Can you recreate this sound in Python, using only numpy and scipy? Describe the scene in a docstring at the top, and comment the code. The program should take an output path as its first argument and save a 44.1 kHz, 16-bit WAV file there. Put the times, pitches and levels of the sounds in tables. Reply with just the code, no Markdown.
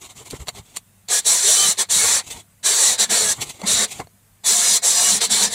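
"""On a wooden workshop bench, close to a phone microphone, a cordless drill bores a plastic drain pipe in short pulls.
Gear teeth rattle as grains of noise through the housing; shaped noise scrapes at the bit and hisses in the pipe wall.
Sines whine on multiples of the shaft speed, whistle at the speed switch and squeal at the bit.
Between holes gloves rustle on the pipe, short pushes tap its modes and soft tones bump on the bench;
a quiet room with mains hum lies behind."""
import sys
import numpy as np
from scipy import signal
from scipy.fft import rfft, irfft, next_fast_len
from scipy.io import wavfile
from scipy.ndimage import uniform_filter1d

SR = 44100
rng = np.random.default_rng(int(sys.argv[2]) if len(sys.argv) > 2 else 0)


def to_wav(s):
    """Save 16-bit WAV."""
    ch = np.atleast_2d(s).T  # columns
    pcm = np.round(np.clip(ch, -1, 1) * 32767)  # PCM
    wavfile.write(sys.argv[1], SR, pcm.astype(np.int16))


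N = 244314
T = np.arange(N) / SR  # time, s
GRID = np.arange(0, N, 32) / SR  # coarser times for level curves, s
M = next_fast_len(N)  # spectrum length
F = np.arange(M // 2 + 1) * SR / M + 1e-3  # spectrum frequencies, Hz, kept above zero for the log


def undb(db):
    """Amplitude factor of a level in dB."""
    return 10 ** (np.asarray(db) / 20)


def unit(x, lo_hz=20., hi_hz=20000.):
    """Scale a sound so that its energy within a band has rms 1."""
    power = np.abs(rfft(x, M)[(F > lo_hz) & (F < hi_hz)]) ** 2
    return x * np.sqrt(N * M / (2 * np.sum(power)))


def colour(x, shape):
    """Filter by (pitch_hz, level_db) points joined on a log-frequency axis, near silence outside them."""
    hz, db = np.transpose(shape)
    gain_db = np.interp(np.log(F), np.log(hz), db, -120, -120)
    return irfft(rfft(x, M) * undb(gain_db), M)[:N]


def ring(x, modes):
    """Sum of (pitch_hz, width_hz, level_db) resonances driven by x."""
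    return sum(undb(db) * signal.lfilter(*signal.iirpeak(hz, hz / width, SR), x)
               for hz, width, db in modes)


def walk(rate):
    """Random levels held 1 / rate s and smoothed twice; spread near 1."""
    k = int(SR / rate)
    steps = np.repeat(rng.standard_normal(N // k + 1), k)
    return 1.225 * uniform_filter1d(uniform_filter1d(steps, k), k)[:N]


def grit(spread_db, ring_db, patch_db=1.1):
    """Dense tiny impacts of uneven size; narrow modes ring up unevenly, alone and in groups of neighbours."""
    impacts = rng.standard_normal(N) * undb(spread_db * rng.exponential(size=N))
    z = signal.stft(impacts, nperseg=1024)[2]
    alone = uniform_filter1d(rng.standard_normal(z.shape), size=4, axis=1) * 2
    groups = uniform_filter1d(rng.standard_normal(z.shape), size=4, axis=1)
    groups = uniform_filter1d(groups, size=9, axis=0) * 6
    return signal.istft(z * undb(ring_db * alone + patch_db * groups), nperseg=1024)[1][:N]


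def spin(hz, waver):
    """Phase of a slightly unsteady speed, in radians."""
    return 2 * np.pi * np.cumsum(hz * (1 + waver * walk(40))) / SR


def swell(s, hz, db, length):
    """A sine that swells and fades around s under a bell curve, length s wide at 1/e."""
    out = np.zeros(N)
    near = slice(max(int((s - 2 * length) * SR), 0), int((s + 2 * length) * SR))
    t = T[near] - s
    out[near] = undb(db) * np.exp(-(2 * t / length) ** 2) * np.sin(2 * np.pi * hz * t)
    return out


def soft_knee(db, knee_db):
    """Zero well below 0 dB, the level itself well above, rounded between."""
    return knee_db * np.logaddexp(0, db / knee_db)


def hold(rows, rise, fade, knee_db=1.9):
    """Rise, hold, fade in dB for (start_s, end_s, levels_db..) rows, slopes in dB/s; the loudest rules each column.
    The rounded edges keep short rows below their level."""
    rows = np.array(rows)
    before = soft_knee(rise * (rows[:, :1] - GRID), knee_db)
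    after = soft_knee(fade * (GRID - rows[:, 1:2]), knee_db)
    return [np.interp(T, GRID, np.max(db[:, None] - before - after, axis=0)) for db in rows[:, 2:].T]


# room tone shape: pitch_hz, level_db (per Hz, relative)
ROOM_SHAPE = [(18, -39), (35, -22.5), (70, -23.5), (130, -20), (200, -18), (285, -33.5), (1980, -36),
              (5070, -42), (8340, -34), (12000, -38), (15600, -39)]
# mains hum: pitch_hz, level_db (peak, wandering)
MAINS_HUM = [(100, -58)]
# a faint tone still growing at the end: centre_s, pitch_hz, level_db (peak), length_s
FAINT_TONE = (7, 154, -61, 5.5)
ROOM_DB = -56


def shop():
    """Quiet room tone of gritty shaped noise, a sine of mains hum and a faint growing tone."""
    hum = sum(undb(db + 1.2 * walk(22)) * np.sin(2 * np.pi * hz * T) for hz, db in MAINS_HUM)
    return undb(ROOM_DB) * unit(colour(grit(.3, 2.2), ROOM_SHAPE)) + hum + swell(*FAINT_TONE)


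# bumps of the pipe on the bench, low tones that swell and fade: centre_s, level_db (peak), pitch_hz, length_s
BENCH_BUMPS = [(0.338, -21.5, 409, 0.0055), (0.341, -44, 99, 0.03), (0.413, -45, 110, 0.017),
               (0.577, -41, 400, 0.035), (0.594, -39, 109, 0.018), (1.69, -27, 192, 0.014),
               (3.392, -37, 111, 0.048), (3.62, -27, 580, 0.0057), (3.645, -22, 196, 0.018),
               (4.001, -31.5, 198, 0.014), (4.006, -24.5, 446, 0.017), (5.135, -29.5, 200, 0.017)]


def bumps():
    """The pipe bumps on the bench: short low tones that swell and fade."""
    return sum(swell(s, hz, db, length) for s, db, hz, length in BENCH_BUMPS)


# taps on the pipe: start_s, level_db (push before the gains below), contact_ms (push time constant)
PIPE_TAPS = [(0.303, -31, 0.016), (.309, -22, 0.014), (.331, -16.5, 0.32), (0.345, -34, 0.26),
             (.4715, -24.5, 0.062), (.477, -28, 0.048), (0.4839, -13.5, 0.044), (0.489, -13, 0.041),
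             (0.4919, -21, 0.04), (.498, -24, 0.051), (0.752, -44, .04), (0.764, -22, 0.022),
             (0.7694, -14.5, 0.018), (0.78, -31, 0.033), (1.086, -23, 0.017), (1.089, -25, 0.018),
             (2.309, -30, 0.017), (3.4142, -29, 0.035), (3.616, -22, 0.059), (3.639, -32, .05),
             (4.001, -11.5, 0.13), (4.003, -14, .4), (4.0715, -30.5, 0.12), (4.442, -31.5, 0.028)]
# resonances of the pipe: pitch_hz, width_hz, level_db (relative)
PIPE_RESONANCES = [(449, 38, -4.5), (690, 76, -6), (1123, 120, -5), (2150, 91, -5.5), (2790, 180, -1),
                   (4000, 160, 2.5), (4400, 110, 9.5), (6030, 360, 2), (7130, 110, 13.5), (8300, 220, 10),
                   (9400, 350, 6), (11200, 1000, -8)]
MODES_GAIN_DB, DIRECT_GAIN_DB = 16.5, 6


def knocks():
    """Each tap is a short push with chattering rebounds, heard directly and through the pipe's modes.
    A hard tip with brief contact excites the high modes, a soft blow the low ones."""
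    push = np.zeros(N)
    chatter = rng.standard_normal((len(PIPE_TAPS), 256)) * np.exp(-np.arange(256) / 70.)
    for (s, db, ms), rebounds in zip(PIPE_TAPS, chatter):
        t = np.arange(64) / (ms * SR / 1000)
        contact = np.convolve(t * np.exp(-t), rebounds)
        contact /= np.sqrt(np.sum(contact ** 2))
        i = int(s * SR)
        push[i:i + len(contact)] += undb(db) * contact
    return undb(MODES_GAIN_DB) * ring(push, PIPE_RESONANCES) + undb(DIRECT_GAIN_DB) * push


# rumble of the wooden bench: pitch_hz, level_db (per Hz, relative)
BENCH_SHAPE = [(20, -40.5), (40, -7), (70, -1.5), (110, 0), (150, -1), (200, -28.5)]


def bench_rumble():
    """Low noise of the shaken bench, at rms 1."""
    return unit(colour(rng.standard_normal(N), BENCH_SHAPE))


# glove strokes on the pipe: start_s, end_s, rustle_db, pipe_body_db and bench_db (both re rustle)
GLOVE_STROKES = [(0.02, 0.063, -39, -9, -13), (0.097, .117, -42, -7, -20), (0.163, 0.21, -41, -7.5, -12),
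                 (0.202, 0.226, -44.5, -0.5, -5), (0.258, 0.279, -39.5, -7.5, -19),
                 (.283, .298, -45, -12, -6), (0.309, 0.311, -32, -28, -25), (0.317, 0.324, -38, -8, -10),
                 (0.331, 0.35, -46.5, 7, 12), (0.345, 0.367, -40.5, -3.5, -5), (0.402, 0.427, -43, 0, 7.5),
                 (0.488, 0.48, -27.5, -4, -25), (.525, .545, -56, -4, 5), (0.553, 0.593, -39.5, -3, -8),
                 (0.593, 0.612, -52, 1, 12.5), (.625, .65, -59, -8, 0), (0.655, 0.74, -53, -6.5, -10),
                 (.749, .754, -42.5, -9, -20), (0.765, .767, -32, -11.5, -34),
                 (1.22, 1.245, -46.5, -11, -18), (1.748, 1.772, -44, -12, -19),
                 (2.24, 2.265, -45, -12, -20), (2.27, 2.294, -35.5, -11, -10),
                 (2.306, 2.328, -31, -11.5, -17), (2.34, 2.382, -37.5, -6, -8),
                 (2.385, 2.408, -42.5, -7, -16), (3.07, 3.092, -43, -9, -17),
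                 (3.35, 3.375, -38.5, -11, -25), (3.385, 3.4, -39, 3.5, -2),
                 (3.417, 3.429, -21.5, -12.5, -19), (3.433, 3.49, -37.5, -7, -8),
                 (3.497, 3.505, -27.5, -14, -20), (3.54, 3.576, -44.5, -7.5, -10),
                 (3.593, 3.625, -46.5, 3.5, -18), (3.637, 3.652, -38.5, 7, -10),
                 (3.88, 3.904, -39, -12, -20), (3.913, 3.928, -30.5, -13.5, -31),
                 (3.937, 4.002, -38.5, -8, -11), (4.001, 4.008, -37.5, 9.5, -4),
                 (4.025, 4.047, -56, -1, 13.5)]
# rustle of the gloves: pitch_hz, level_db (per Hz, relative)
GLOVE_SHAPE = [(940, -43), (1600, -20.5), (2050, -4), (2300, -4), (2970, -4.5), (3400, -1.5), (4070, -3),
               (5270, -10), (6880, 0), (7790, -0.5), (10300, -9.5), (13400, -16.5), (15600, -20)]
# rubbed pipe body: pitch_hz, level_db (per Hz, relative)
PIPE_BODY_SHAPE = [(82, -32.5), (140, -11.5), (259, -8.5), (446, -8.5), (511, -14.5), (692, -9.5),
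                   (1070, -11.5), (1550, -21.5), (1700, -25.5), (2210, -13.5), (3740, -120)]
RUB_RISE_DB_S, RUB_FADE_DB_S = 1102, 750.5


def gloves():
    """Knitted fibres rustle on the plastic, the pipe body sounds along and the bench rumbles."""
    strokes = [(a, b, db, db + body_db, db + bench_db) for a, b, db, body_db, bench_db in GLOVE_STROKES]
    rustle, body, bench = undb(hold(strokes, RUB_RISE_DB_S, RUB_FADE_DB_S))
    fibres = unit(colour(grit(1.5, 3.6), GLOVE_SHAPE), 1800, 12000) * undb(1.4 * walk(70))
    pipe_body = unit(colour(grit(1.1, 3.4), PIPE_BODY_SHAPE), 207.6, 1524)
    return rustle * fibres + body * pipe_body + bench * bench_rumble()


# trigger pulls: squeeze_s, up_to_speed_s, let_go_s, brake_db_s (dB/s), then in dB re the full gear rattle:
# scrape_first_db, scrape_last_db, wall_first_db, wall_last_db, pipe_air_db, bench_db
TRIGGER_PULLS = [(1.077, 1.109, 1.196, 1450, -14.5, -19, -6.5, -9.5, -37, -42),
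                 (1.238, 1.268, 1.724, 1200, -19, -17.5, -8.5, -8, -37, -40),
                 (1.766, 1.794, 1.823, 1002, -14.5, -15, -7, -10, -32, -55),
                 (1.884, 1.912, 2.199, 1002, -17.5, -13.5, -8.5, -9, -32, -37),
                 (2.624, 2.66, 2.944, 900, -17, -16.5, -9, -6.5, -36.5, -44.5),
                 (2.968, 2.999, 3.043, 1150, -14, -14.5, -4.5, -6, -35, -43),
                 (3.085, 3.113, 3.327, 1300, -13, -17.5, -6.5, -9, -30.5, -39),
                 (3.648, 3.676, 3.847, 1300, -15, -12.5, -5.5, -3.5, -22, -30),
                 (4.432, 4.47, 4.773, 1100, -18, -20, -8.5, -8.5, -33.5, -47),
                 (4.811, 4.852, 5.173, 697, -19, -18, -8.5, -8.5, -31.5, -43),
                 (5.195, 5.217, 5.25, 700, -14, -15, -2, -5.5, -28, -34),
                 (5.284, 5.315, 5.46, 500, -14.5, -13, -4.5, -4.5, -24, -37),
                 (5.472, 5.549, 5.56, 1000, -19.5, -17, -6, -5, -43, -33)]
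SPIN_UP_POWER = 2.07  # amplitude grows as this power of the time since the squeeze
BRAKE_KNEE_DB = 2.5
COAST_DB, COAST_DB_S = -25.5, 350  # the chuck coasts out more slowly: level at let-go, fall in dB/s


def trigger():
    """Level in dB below full speed: spin-up, run, brake, then coasting."""
    squeeze, full, go, brake = np.array(TRIGGER_PULLS)[:, :4].T[:, :, None]
    up = 20 * SPIN_UP_POWER * np.log10(np.clip((GRID - squeeze) / (full - squeeze), 1e-3, 1))
    braking = -soft_knee(brake * (GRID - go), BRAKE_KNEE_DB)
    coasting = COAST_DB - COAST_DB_S * (GRID - go)
    down = np.minimum(np.maximum(braking, coasting), 0)
    return np.interp(T, GRID, np.max(up + down, axis=0))


# squeals of the bit on plastic: centre_s, pitch_hz, level_db (rms at the crest, before flicker), length_s
BIT_SQUEALS = [(1.464, 397, -41, 0.073), (1.553, 5900, -27, 0.066), (2.042, 450, -33, 0.036),
               (2.015, 1700, -36, .04), (2.15, 4750, -30, .05), (2.822, 7240, -22, .1),
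               (3.216, 4360, -26.5, .05), (4.94, 515, -43, 0.047), (4.664, 2200, -37.5, 0.22),
               (4.897, 7400, -19, 0.071), (5.357, 2266, -29.5, 0.055), (5.47, 5180, -31, 0.048)]


def squeals():
    """The bit squeals briefly on the plastic: sines that swell and fade."""
    return sum(swell(*squeal) for squeal in BIT_SQUEALS)


# whistle of the speed switch: start_s, end_s, pitch_hz, level_db (rms, before flicker)
SWITCH_WHISTLES = [(4.485, 4.538, 5003, -29), (4.66, 4.744, 4994, -26), (4.865, 4.92, 4994, -33),
                   (4.935, 5.014, 4984, -28.5), (5.03, 5.15, 4976, -35)]
SWITCH_RISE_DB_S, SWITCH_FADE_DB_S = 699, 400


def switch_whistle():
    """The speed switch whistles on one thin, nearly steady sine."""
    start, end, hz, db = np.transpose(SWITCH_WHISTLES)
    whistle_db = hold(np.transpose([start, end, db]), SWITCH_RISE_DB_S, SWITCH_FADE_DB_S)[0]
    return undb(whistle_db) * np.sin(spin(np.interp(T, (start + end) / 2, hz), .0003))


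# where the motor tones come forward: start_s, end_s, shaft_db, poles_db (rms at full speed, before flicker)
WHINE_SPELLS = [(1.175, 1.185, -66, -31.5), (1.505, 1.56, -39, -52), (1.585, 1.65, -37, -24),
                (1.995, 2.045, -53, -31.5), (2.88, 2.905, -45, -32), (3.175, 3.185, -33, -33),
                (3.22, 3.26, -34, -43), (3.27, 3.305, -50, -32.5), (4.555, 4.59, -35, -52.5),
                (4.6, 4.72, -50, -47), (4.735, 4.76, -41, -53), (4.975, 5.04, -35, -40),
                (5.055, 5.065, -34, -25.5), (5.07, 5.115, -35.5, -38)]
# shaft speed, before a slight waver: time_s, pitch_hz
SHAFT_SPEED = [(1.14, 416), (1.19, 423), (1.47, 659), (1.582, 770), (1.64, 769), (1.67, 755), (1.7, 700),
               (1.97, 545), (2.035, 557), (2.82, 517), (2.86, 508), (2.94, 470), (3.15, 460), (3.26, 420),
               (3.29, 418), (3.34, 400), (4.53, 715), (4.62, 700), (4.74, 712), (4.94, 690), (4.98, 714),
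               (5.06, 729), (5.1, 721), (5.14, 690)]
# pole tones: multiple_of_shaft, level_db (re poles_db)
POLE_ORDERS = [(3.1, -15.5), (4, 1.5), (8, -1.5)]
# gear tone: multiple_of_shaft, level_db (re the mean of the shaft and pole levels in dB)
GEAR_TONE = (1.548, -1.1)
WHINE_EDGE_DB_S = 450


def whine():
    """The motor whines on sines at the shaft speed, its pole multiples and a gear multiple."""
    shaft_db, pole_db = hold(WHINE_SPELLS, WHINE_EDGE_DB_S, WHINE_EDGE_DB_S) + trigger()
    turn = spin(np.interp(T, *np.transpose(SHAFT_SPEED)), .002)
    poles = sum(undb(db) * np.sin(k * turn) for k, db in POLE_ORDERS)
    gear_multiple, gear_db = GEAR_TONE
    gear = undb(gear_db + (shaft_db + pole_db) / 2) * np.sin(gear_multiple * turn)
    return undb(shaft_db) * np.sin(turn) + undb(pole_db) * poles + gear


def tones():
    """Motor whine, switch whistle and bit squeals flicker together in level."""
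    sines = squeals() + whine() + switch_whistle()
    return np.sqrt(2) * sines * undb(1.2 * walk(50))  # root 2 turns peak levels into rms


# gear rattle while the motor runs, before the trigger's falls: time_s, level_db
RATTLE_LEVEL = [(1.105, -20.5), (1.13, -15.5), (1.192, -17), (1.267, -14), (1.311, -14), (1.411, -20),
                (1.487, -11.5), (1.609, -16), (1.691, -13.5), (1.721, -18.5), (1.8, -15.5), (1.908, -16.5),
                (1.96, -14.5), (2.066, -15), (2.148, -16.5), (2.175, -19.5), (2.2, -24.5), (2.66, -14.5),
                (2.758, -17.5), (2.872, -13), (2.942, -19.5), (3.0, -16), (3.11, -15), (3.28, -19),
                (3.326, -17.5), (3.676, -19), (3.72, -15.5), (3.764, -19.5), (3.818, -19), (3.856, -18.5),
                (4.47, -13.5), (4.627, -16.5), (4.743, -14), (4.878, -14), (4.938, -17), (5.098, -13.5),
                (5.165, -18), (5.246, -16.5), (5.313, -15), (5.393, -19.5), (5.439, -14), (5.469, -19.5),
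                (5.54, -19)]
# sound through the housing: pitch_hz, level_db (per Hz, relative)
HOUSING_SHAPE = [(2880, -39.5), (4900, -29.5), (5240, -8.5), (5890, 3.5), (6750, -7), (7090, 1.5),
                 (7510, 3.5), (10000, -3.5), (11300, -15), (14700, -24.5), (15600, -38)]
# resonances of the housing: pitch_hz, width_hz, level_db (relative)
HOUSING_RESONANCES = [(5600, 40, 0), (7150, 1700, 4.5), (9150, 290, -5), (10130, 220, -9.5)]


def gear_rattle(rattle_db):
    """Gear teeth strike as dense uneven grains, coloured and rung by the housing."""
    teeth = grit(0.9, 3.1)
    housing = unit(colour(teeth, HOUSING_SHAPE)) + undb(-3.5) * unit(ring(teeth, HOUSING_RESONANCES))
    return undb(rattle_db) * unit(housing, 5300, 8670) * undb(0.47 * walk(60))


# bit scraping: pitch_hz, level_db (per Hz, relative)
SCRAPE_SHAPE = [(180, -46), (300, -16.5), (368, -3), (452, 1), (577, -3), (702, 1), (797, -3.5), (870, 0.5),
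                (1500, -4.5), (1690, 1.5), (2250, -0.5), (2760, -7.5), (3100, -8.5), (4030, -36),
                (6820, -120)]
# hiss of the pipe wall: pitch_hz, level_db (per Hz, relative)
WALL_SHAPE = [(1710, -41.5), (2900, -11.5), (3330, -6.5), (3420, -3), (4090, 1.5), (4560, -3),
              (5200, -11.5), (6760, -39), (11400, -120)]
# air column of the pipe, passed twice: pitch_hz, width_hz (each pass), level_db
AIR_COLUMN = [(208.3, 56.5, 0)]
# dB lost per dB of rattle below full: scrape, wall, pipe_air, bench
RATTLE_SHARES = (0.61, 0.69, 0.52, 0.67)
# the bit snags and shakes the pipe on the bench: centre_s, length_s, pipe_air_db, bench_db
BIT_SNAGS = [(1.673, 0.015, -42, -46), (1.975, .04, -41.5, -43), (2.05, 0.038, -51, -44),
             (2.9, 0.021, -43.5, -45.5), (3.037, .02, -42, -57), (3.125, 0.018, -36.5, -57),
             (3.26, 0.043, -44.5, -41.5), (3.72, .02, -35.5, -54.5), (3.764, .03, -31, -45.5),
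             (4.568, .03, -41.5, -72), (4.72, 0.044, -41, -56), (5.14, 0.017, -36, -40),
             (5.335, .04, -38, -49), (5.47, 0.026, -38.5, -47)]
FULL_DB = -15  # full gear rattle
STILL_DB = -52.5  # rattle level under which the cutting dies away faster
SNAG_EDGE_DB_S = 303


def cutting(rattle_db):
    """The bit scrapes and the wall hisses as flickering grains; noise sounds the pipe air and bench, more at snags."""
    pulls = np.array(TRIGGER_PULLS)
    run_times = pulls[:, 1:3].ravel()  # up to speed and let go of each pull
    running = undb(np.minimum(rattle_db - STILL_DB, 0))
    columns = [[4, 5], [6, 7], [8, 8], [9, 9]]  # first and last level of each layer
    levels = []
    for ends, share in zip(columns, RATTLE_SHARES):
        layer_db = FULL_DB + np.interp(T, run_times, pulls[:, ends].ravel())
        levels.append(running * undb(layer_db + share * (rattle_db - FULL_DB)))
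    scrape, wall, air, bench = levels
    snags = [(s - w / 2, s + w / 2, air_db, bench_db) for s, w, air_db, bench_db in BIT_SNAGS]
    snag_air, snag_bench = undb(hold(snags, SNAG_EDGE_DB_S, SNAG_EDGE_DB_S))
    scraping = unit(colour(grit(1., 3.8), SCRAPE_SHAPE), 330, 1500) * undb(0.81 * walk(30))
    hiss = unit(colour(grit(1.2, 3.7), WALL_SHAPE), 3300, 4800) * undb(.9 * walk(40))
    pipe_air = unit(ring(ring(rng.standard_normal(N), AIR_COLUMN), AIR_COLUMN))
    return (scrape * scraping + wall * hiss
            + np.hypot(air, snag_air) * pipe_air + np.hypot(bench, snag_bench) * bench_rumble())


def drill():
    """Gear rattle under the trigger, with the cutting that follows its level."""
    rattle_db = np.interp(T, *np.transpose(RATTLE_LEVEL)) + trigger()
    return gear_rattle(rattle_db) + cutting(rattle_db)


def scene():
    """Room, bumps, taps, gloves, tones and drill summed to one channel."""
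    return (shop() + bumps() + knocks() + gloves() + tones() + drill())[None]


TOP_HZ = 15780


def record(dry):
    """The phone rounds the loudest peaks and cuts steeply above its top frequency."""
    rounded = np.tanh(1.03 * dry) / 1.169
    return signal.sosfilt(signal.ellip(14, .2, 80, TOP_HZ, fs=SR, output="sos"), rounded)


dry = scene()
out = record(dry)
to_wav(out)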